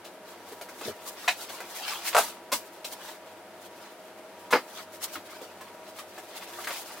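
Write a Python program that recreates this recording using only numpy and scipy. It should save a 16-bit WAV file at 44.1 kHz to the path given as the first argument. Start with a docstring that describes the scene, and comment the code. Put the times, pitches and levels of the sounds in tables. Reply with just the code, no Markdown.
"""Cardboard boxes are picked up and stacked on an office chair in a small furnished room.
Each hollow blow is a push plus the chatter of card settling on card, coloured by the box, with a
brief panel ring. Light taps, dull bumps and one stick-slip squeak fall in between. Sliding card and
brushing clothes make friction noise, flexing card crackles, and a fan hums steadily behind."""
import sys
import numpy as np
from scipy import signal
from scipy.fft import rfft, irfft, next_fast_len
from scipy.io import wavfile
from scipy.ndimage import uniform_filter1d, map_coordinates

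SR = 44100
rng = np.random.default_rng(int(sys.argv[2]) if len(sys.argv) > 2 else 0)


def generate_wav(signal):
    """Clip the signal to [-1, 1] and save it as 16-bit WAV at the path in sys.argv[1]."""
    frames = np.transpose(np.atleast_2d(signal))
    scaled = np.clip(frames, -1, 1) * 32767
    pcm = np.round(scaled).astype(np.int16)
    wavfile.write(sys.argv[1], SR, pcm)


N = 308700

# Panel modes. Each row: frequency in Hz, relative level in dB.
LID_MODES = [(721.4, -43), (1927, -43), (2519, -40), (2972, -50), (3122, -50), (3924, -45)]
STACK_MODES = [(489.9, -40), (651.4, -35), (694.4, -36), (812.9, -38), (936.7, -36), (1130, -39),
               (1308, -34), (1400, -37), (1567, -38)]
# Struck boxes. Each holds: clatter spectrum and panel modes (both rows of Hz, dB), ring T60 in seconds,
# ring level against the clatter in dB, room tail gain in dB.
LID = [(120, -81), (330, -12), (420, -24), (720, 2.5), (1150, -6.5), (2000, 0), (2550, 0), (2900, -7.5),
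       (4000, -5.5), (4400, -10.5), (15500, -27.5)], LID_MODES, 0.072, -6, -1.5
STACK = [(25, -36), (70, -30), (300, -28), (420, -12), (620, 0.5), (1050, -4), (1300, -6.5), (2100, -10),
         (4600, -14.5), (11500, -14.5), (15500, -25)], STACK_MODES, 0.096, -1.5, 0.5
FLANK = [(59, -71), (100, -33), (228, -15), (355, -18), (627, -6.5), (758, -16), (998, -4), (1880, -17.5),
         (2090, -10), (2270, -15), (5170, -15), (15500, -20.5)], [(1012, -2), (2089, -9)], 0.066, -13, 3.2
HOLLOW = ([(30, -75), (70, -52), (140, -26), (210, -12.5), (280, -1.5), (376, -8), (486, -3),
           (657, -6.5), (1200, -1.5), (2100, -11.5), (3580, -22.5), (4850, -20), (6710, -35),
           (15500, -61)],
          [(279.9, -38), (500.6, -35), (608.3, -35), (866.7, -33), (1066, -47), (1184, -55),
           (1351, -44), (1427, -57), (1545, -40), (2094, -41), (2326, -38)], 0.082, -9, -1)
# Each row: start in seconds, level in dB, rise in seconds, chatter T60 in seconds, box.
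BLOWS = [ (1.278, -20.5, 0.0052, 0.078, LID), (2.1485, -20, .0012, 0.094, STACK),
         (2.1669, -19.5, 0.0013, 0.089, STACK), (2.177, -20, .0054, 0.082, STACK),
         (2.176, -27.5, 0.0061, .2, FLANK), (2.517, -25.5, 0.014, 0.072, FLANK),
         (2.526, -27, 0.0062, 0.051, FLANK), (4.507, -30.5, .004, 0.2, FLANK),
         (4.5266, -17.5, 0.0053, 0.068, HOLLOW), (4.529, -30.5, 0.0016, 0.027, LID),
         (4.548, -24.5, 0.0052, 0.1, HOLLOW)]
# Each row: start in seconds, knock level in dB, panel pitch in Hz, edge tick against the knock in dB.
TAPS = [(0.045, -52, 657, 5), (0.52, -43, 483, -11.5), (0.612, -43, 630, -2), (0.687, -46.5, 1550, -0.5),
        (0.811, -41.5, 625, -5), (1.492, -47, 706, 3.5), (1.603, -40.5, 715, -7), (2.845, -44.5, 610, 8.5),
        (3.083, -43.5, 900, -4), (5.155, -37.5, 1520, -14), (5.414, -42.5, 503, -11),
        (5.609, -46, 1210, -3.5), (5.987, -43, 1160, 0), (6.179, -43.5, 780, -6.5),
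        (6.587, -40.5, 650, -24), (6.641, -43.5, 1900, 4), (6.672, -33, 1730, -8.5),
        (6.697, -39.5, 650, -16)]
# Each row: start in seconds, level in dB.
BUMPS = [(0.855, -41), (0.878, -34.5), (5.159, -47)]
# Rubs of hands, card and clothes. Each row: centre in seconds, half-length in seconds, swish in dB.
STROKES = [(0.872, 0.036, -42.5), (1.087, .02, -38.5), (1.42, 0.022, -40), (1.897, 0.039, -37.5),
           (2.084, 0.021, -29.5), (2.244, 0.012, -33), (2.93, 0.013, -37.5), (3.645, 0.024, -51.5),
           (3.86, 0.033, -51.5), (4.697, 0.024, -49.5), (4.786, 0.035, -46.5), (4.947, 0.016, -47.5),
           (5.039, 0.017, -32.5), (5.095, 0.031, -48), (5.139, 0.015, -37.5), (5.337, 0.036, -50.5),
           (5.445, 0.044, -53.5), (5.883, 0.024, -52), (5.98, 0.026, -49), (6.371, 0.026, -43)]
# Body movement: carry, let go, stand still, move again. Each row: time in seconds, rustle level in dB.
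EFFORT = [(0.22, -64), (0.35, -51.5), (0.47, -54.5), (0.64, -53), (0.98, -53), (1.33, -44.5), (1.7, -47.5),
          (1.88, -40), (2.01, -47), (2.13, -40), (2.31, -44), (2.41, -63.5), (2.77, -55.5), (3.02, -52.5),
          (3.2, -61.5), (6.12, -58), (6.62, -42), (7.0, -50.5)]
# Each row: time in seconds, pitch in Hz, level in dB.
SQUEAK_PATH = [(1.93, 3600, -70), (1.943, 3500, -47), (1.958, 3100, -41), (1.985, 3450, -49),
               (2.01, 3500, -70)]
# Source spectra; the knock is for a panel at KNOCK_REF_HZ. Each row: frequency in Hz, density in dB.
KNOCK_SPECTRUM = [(200, -48), (450, -7.5), (800, 0), (1000, 5), (1250, -7), (2200, -6), (6000, -29.5)]
TICK_SPECTRUM = [(800, -67), (2000, -2.5), (3500, 9), (6500, 1), (15000, -5)]
THUMP_SPECTRUM = [(30, -42), (90, -16), (170, -25), (255, 0.5), (380, -6), (700, -7.5), (2000, -89)]
SCRAPE_SPECTRUM = [(300, -52), (700, -3.5), (1400, -3), (2200, -5.5), (4000, -6.5), (6000, -11.5),
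                   (15000, -45)]
SWISH_SPECTRUM = [(1000, -50), (3000, -6), (5500, -5), (9000, -5), (15500, -6.5)]
CRACKLE_SPECTRUM = [(300, -24), (900, -0.5), (1800, -2.5), (3000, -3.5), (6000, -15), (15000, -29)]
FAN_AIR_SPECTRUM = [(15, -64), (25, -76), (91, -23.5), (144, -26), (188, -13), (227, -15.5), (340, -9),
                    (523, -9), (614, -9), (919, -12), (1080, -17), (1300, -15), (6730, -32), (11800, -32),
                    (15500, -39)]
# Motor and blade tones. Each row: frequency in Hz, level in dB.
FAN_TONES = [(97, -75), (200, -72.5), (345, -63), (619, -60), (636, -58), (727, -65), (829, -68),
             (942, -63), (960, -60)]
# Room decay. Each row: frequency in Hz, T60 in seconds.
ROOM_T60 = [(200, 0.13), (1200, 0.087), (4000, 0.15), (12000, 0.19)]
# Diffuse field. Each row: frequency in Hz, left-right correlation.
ROOM_COHERENCE = [(100, .98), (600, 0.95), (1400, 0.85), (2800, 0.29), (5500, 0.011), (15000, 0.035)]

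BLOW_REF_RISE_S, CHATTER_DB_PER_DOUBLING = 0.0021, 10
TAP_REF_DB, TAP_RISE_S, TAP_T60_S, TAP_SHORTENING_DB_PER_DB = -42, 0.0017, 0.049, 0.55
KNOCK_REF_HZ, THUMP_VS_KNOCK_DB = 1000, -17.5
FIDGET_DB, FIDGET_PER_S, SCRAPE_VS_RUSTLE_DB = 3, 14, -1.5
STROKE_REF_HALF_S, SCRAPE_DB_PER_DOUBLING = 0.03, 8.5
CRACKLES_PER_S, CRACKLE_VS_RUSTLE_DB = 29, -6
FAN_AIR_DB = -49
CUTOFF_HZ = 15900


def blows():
    """Boxes meet: a clatter coloured by the box, plus the brief ring of its panels."""
    out, t = np.zeros((2, N)), np.arange(SR // 3) / SR
    for start_s, level_db, rise_s, t60_s, box in BLOWS:
        spectrum, modes, ring_t60_s, ring_db, room_db = box
        # flatter landing: slower rise, more chatter
        chatter_db = CHATTER_DB_PER_DOUBLING * np.log2(rise_s / BLOW_REF_RISE_S)
        force = contact(t, rise_s, t60_s, chatter_db)
        clatter = coloured(in_room(force, room_db), spectrum)
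        ring = np.zeros((2, len(t)))
        for hz, mode_db in modes:
            gain = amp(mode_db + rng.normal(0, 1))
            # higher modes are further out of step between channels
            phase_cycles = rng.random() + hz * .00005 * rng.standard_normal((2, 1))
            ring += gain * np.sin(2 * np.pi * (hz * t + phase_cycles))
        ring *= envelope(t, rise_s, ring_t60_s)
        add(out, start_s, level_db, unit(clatter) + amp(ring_db) * unit(ring))
    return out


def contact(t, rise_s, t60_s, chatter_db):
    """Contact force: one push, then the grainy chatter of card settling on card."""
    push = t * np.exp(-t / .00004)
    grains = rng.standard_normal(len(t)) * amp(3.8 * rng.standard_normal(len(t)))
    chatter = unit_energy(grains * envelope(t, rise_s, t60_s))
    return unit_energy(push / push.sum() + amp(chatter_db) * chatter)


def taps():
    """Light contacts: panel knock, edge tick and faint hollow thump. 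Firmer taps end sooner."""
    out, t = np.zeros((2, N)), np.arange(SR // 4) / SR
    for start_s, knock_db, panel_hz, tick_db in TAPS:
        stretch = amp(-TAP_SHORTENING_DB_PER_DB * (knock_db - TAP_REF_DB))
        force = contact(t, TAP_RISE_S * stretch, TAP_T60_S * stretch, chatter_db=3.5)
        tap = in_room(force, room_db=4)
        panel_spectrum = np.array(KNOCK_SPECTRUM) * [panel_hz / KNOCK_REF_HZ, 1]
        add(out, start_s, knock_db, coloured(tap, panel_spectrum))
        add(out, start_s, knock_db + tick_db, coloured(tap, TICK_SPECTRUM))
        add(out, start_s, knock_db + THUMP_VS_KNOCK_DB, coloured(tap, THUMP_SPECTRUM))
    return out


def bumps():
    """Soft contacts on lifting excite only the hollow of a box."""
    out, t = np.zeros((2, N)), np.arange(SR // 4) / SR
    for start_s, level_db in BUMPS:
        force = contact(t, rise_s=0.0014, t60_s=0.032, chatter_db=3)
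        add(out, start_s, level_db, coloured(in_room(force, room_db=6), THUMP_SPECTRUM))
    return out


def handling():
    """Clothes and card rustle and crackle with effort; strokes swell and fade, quicker is brighter."""
    t = np.arange(N) / SR
    rustle = amp(np.interp(t, *np.transpose(EFFORT)) + FIDGET_DB * wobble(FIDGET_PER_S))
    scrape, swish = amp(SCRAPE_VS_RUSTLE_DB) * rustle, rustle
    for centre_s, half_s, swish_db in STROKES:
        stroke = amp(swish_db) * np.exp(-.5 * np.minimum(((t - centre_s) / half_s) ** 2, 40))
        scrape_db = SCRAPE_DB_PER_DOUBLING * np.log2(half_s / STROKE_REF_HALF_S)
        swish = np.hypot(swish, stroke)
        scrape = np.hypot(scrape, stroke * amp(scrape_db))
    return (scrape * friction(SCRAPE_SPECTRUM, rough_db=1.6, grain_db=2.0, patchy_db=4.5)
            + swish * friction(SWISH_SPECTRUM, rough_db=2.5, grain_db=-1.5, patchy_db=0.5)
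            + amp(CRACKLE_VS_RUSTLE_DB) * rustle * crackles())


def friction(spectrum, rough_db, grain_db, patchy_db):
    """Rubbing noise: pressure wavers, fibres catch, the moving contact excites shifting resonances."""
    noise = diffuse(N) * amp(rough_db * wobble(45) + grain_db * wobble(900))
    bins = signal.stft(noise, nperseg=512)[2]
    patches = uniform_filter1d(rng.standard_normal(bins.shape[1:]), size=3, axis=0)
    patches = uniform_filter1d(patches, size=6, axis=1)
    rubbed = signal.istft(bins * amp(patchy_db * unit(patches)), nperseg=512)[1][:, :N]
    return unit(coloured(rubbed, spectrum))


def crackles():
    """Flexing card snaps at random moments; rms 1."""
    snaps = (rng.random(N) < CRACKLES_PER_S / SR) * amp(4.2 * rng.standard_normal(N))
    return unit(coloured(in_room(snaps, room_db=7), CRACKLE_SPECTRUM))


def squeak():
    """Sliding card sticks and slips: one small raspy squeak."""
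    t = np.arange(N) / SR
    times_s, path_hz, path_db = np.transpose(SQUEAK_PATH)
    pitch_hz = np.interp(t, times_s, path_hz) * (1 + .03 * wobble(900))
    tone = unit(np.sin(2 * np.pi * np.cumsum(pitch_hz) / SR))
    return np.interp(t, times_s, amp(path_db), left=0, right=0) * tone


def fan():
    """Steady air noise with slightly unsteady motor and blade tones."""
    t = np.arange(N) / SR
    out = amp(FAN_AIR_DB) * unit(coloured(diffuse(N), FAN_AIR_SPECTRUM))
    for hz, level_db in FAN_TONES:
        flutter = 1 + 0.49 * wobble(7)
        drift_rad = 1.06 * wobble(14)
        out += amp(level_db) * unit(flutter * np.sin(2 * np.pi * hz * t + drift_rad))
    return out


def in_room(x, room_db):
    """Mono to stereo: direct sound plus a fresh room tail, 2 ms later."""
    hz, t, bins = signal.stft(diffuse(len(x)), SR, nperseg=256)
    decay = amp(-60 * t / log_interp(ROOM_T60, hz)[:, None])
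    tail = signal.istft(bins * decay, SR, nperseg=256)[1]
    tail = np.pad(unit_energy(tail), ((0, 0), (SR // 500, 0)))
    return x + amp(room_db) * signal.fftconvolve(x[None], tail, axes=1)[:, :len(x)]


def diffuse(n):
    """White stereo room noise: correlated in the bass, independent in the treble."""
    def mid_side_gains(hz):
        angle = np.arccos(np.clip(log_interp(ROOM_COHERENCE, hz), -1, 1)) / 2
        return np.array([np.cos(angle), np.sin(angle)])
    mid, side = filtered(rng.standard_normal((2, n)), mid_side_gains)
    return np.array([mid + side, mid - side])


def amp(db):
    """Decibels to gain."""
    return 10 ** (np.asarray(db) / 20)


def unit(x):
    """Scale to rms 1."""
    return x / np.sqrt(np.mean(x ** 2) + 1e-20)


def unit_energy(x):
    """Scale to a mean energy of 1 per channel."""
    return unit(x) / np.sqrt(x.shape[-1])


def envelope(t, rise_s, t60_s):
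    """Exponential rise and decay."""
    return (1 - np.exp(-t / rise_s)) * amp(-60 * t / t60_s)


def log_interp(points, hz):
    """Interpolate (Hz, value) rows on a log frequency axis."""
    knots_hz, values = np.transpose(points)
    return np.interp(np.log(hz + 1), np.log(knots_hz + 1), values)


def wobble(knots_per_s):
    """Smooth random curve, N samples."""
    knots = rng.standard_normal(int(N * knots_per_s / SR) + 4)
    return map_coordinates(knots, [np.arange(N) * knots_per_s / SR])


def filtered(x, response):
    """Zero-phase filter; response maps Hz to gain."""
    size = next_fast_len(x.shape[-1] + 8192)
    return irfft(rfft(x, size) * response(np.fft.rfftfreq(size, 1 / SR)), size)[..., :x.shape[-1]]


def coloured(x, spectrum, size=4096):
    """Minimum-phase filter from (Hz, dB) rows."""
    gain = amp(log_interp(spectrum, np.fft.rfftfreq(size, 1 / SR)))
    cepstrum = irfft(np.log(gain))
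    cepstrum[1:size // 2] *= 2
    cepstrum[size // 2 + 1:] = 0
    impulse = irfft(np.exp(rfft(cepstrum)))
    return signal.fftconvolve(x, impulse[None], axes=1)[:, :x.shape[-1]]


def add(track, start_s, level_db, sound):
    """Mix in a short sound; its level is its energy spread over 30 ms."""
    part = track[:, round(start_s * SR):][:, :sound.shape[1]]
    part += amp(level_db) * np.sqrt(.03 * SR) * unit_energy(sound)[:, :part.shape[1]]


def scene():
    """All sources, panned slightly left."""
    return (blows() + taps() + bumps() + handling() + squeak() + fan()) * amp([[.4], [-.4]])


def record(dry):
    """Brick-wall low-pass."""
    return filtered(dry, lambda hz: hz < CUTOFF_HZ)


dry = scene()
out = record(dry)
generate_wav(out)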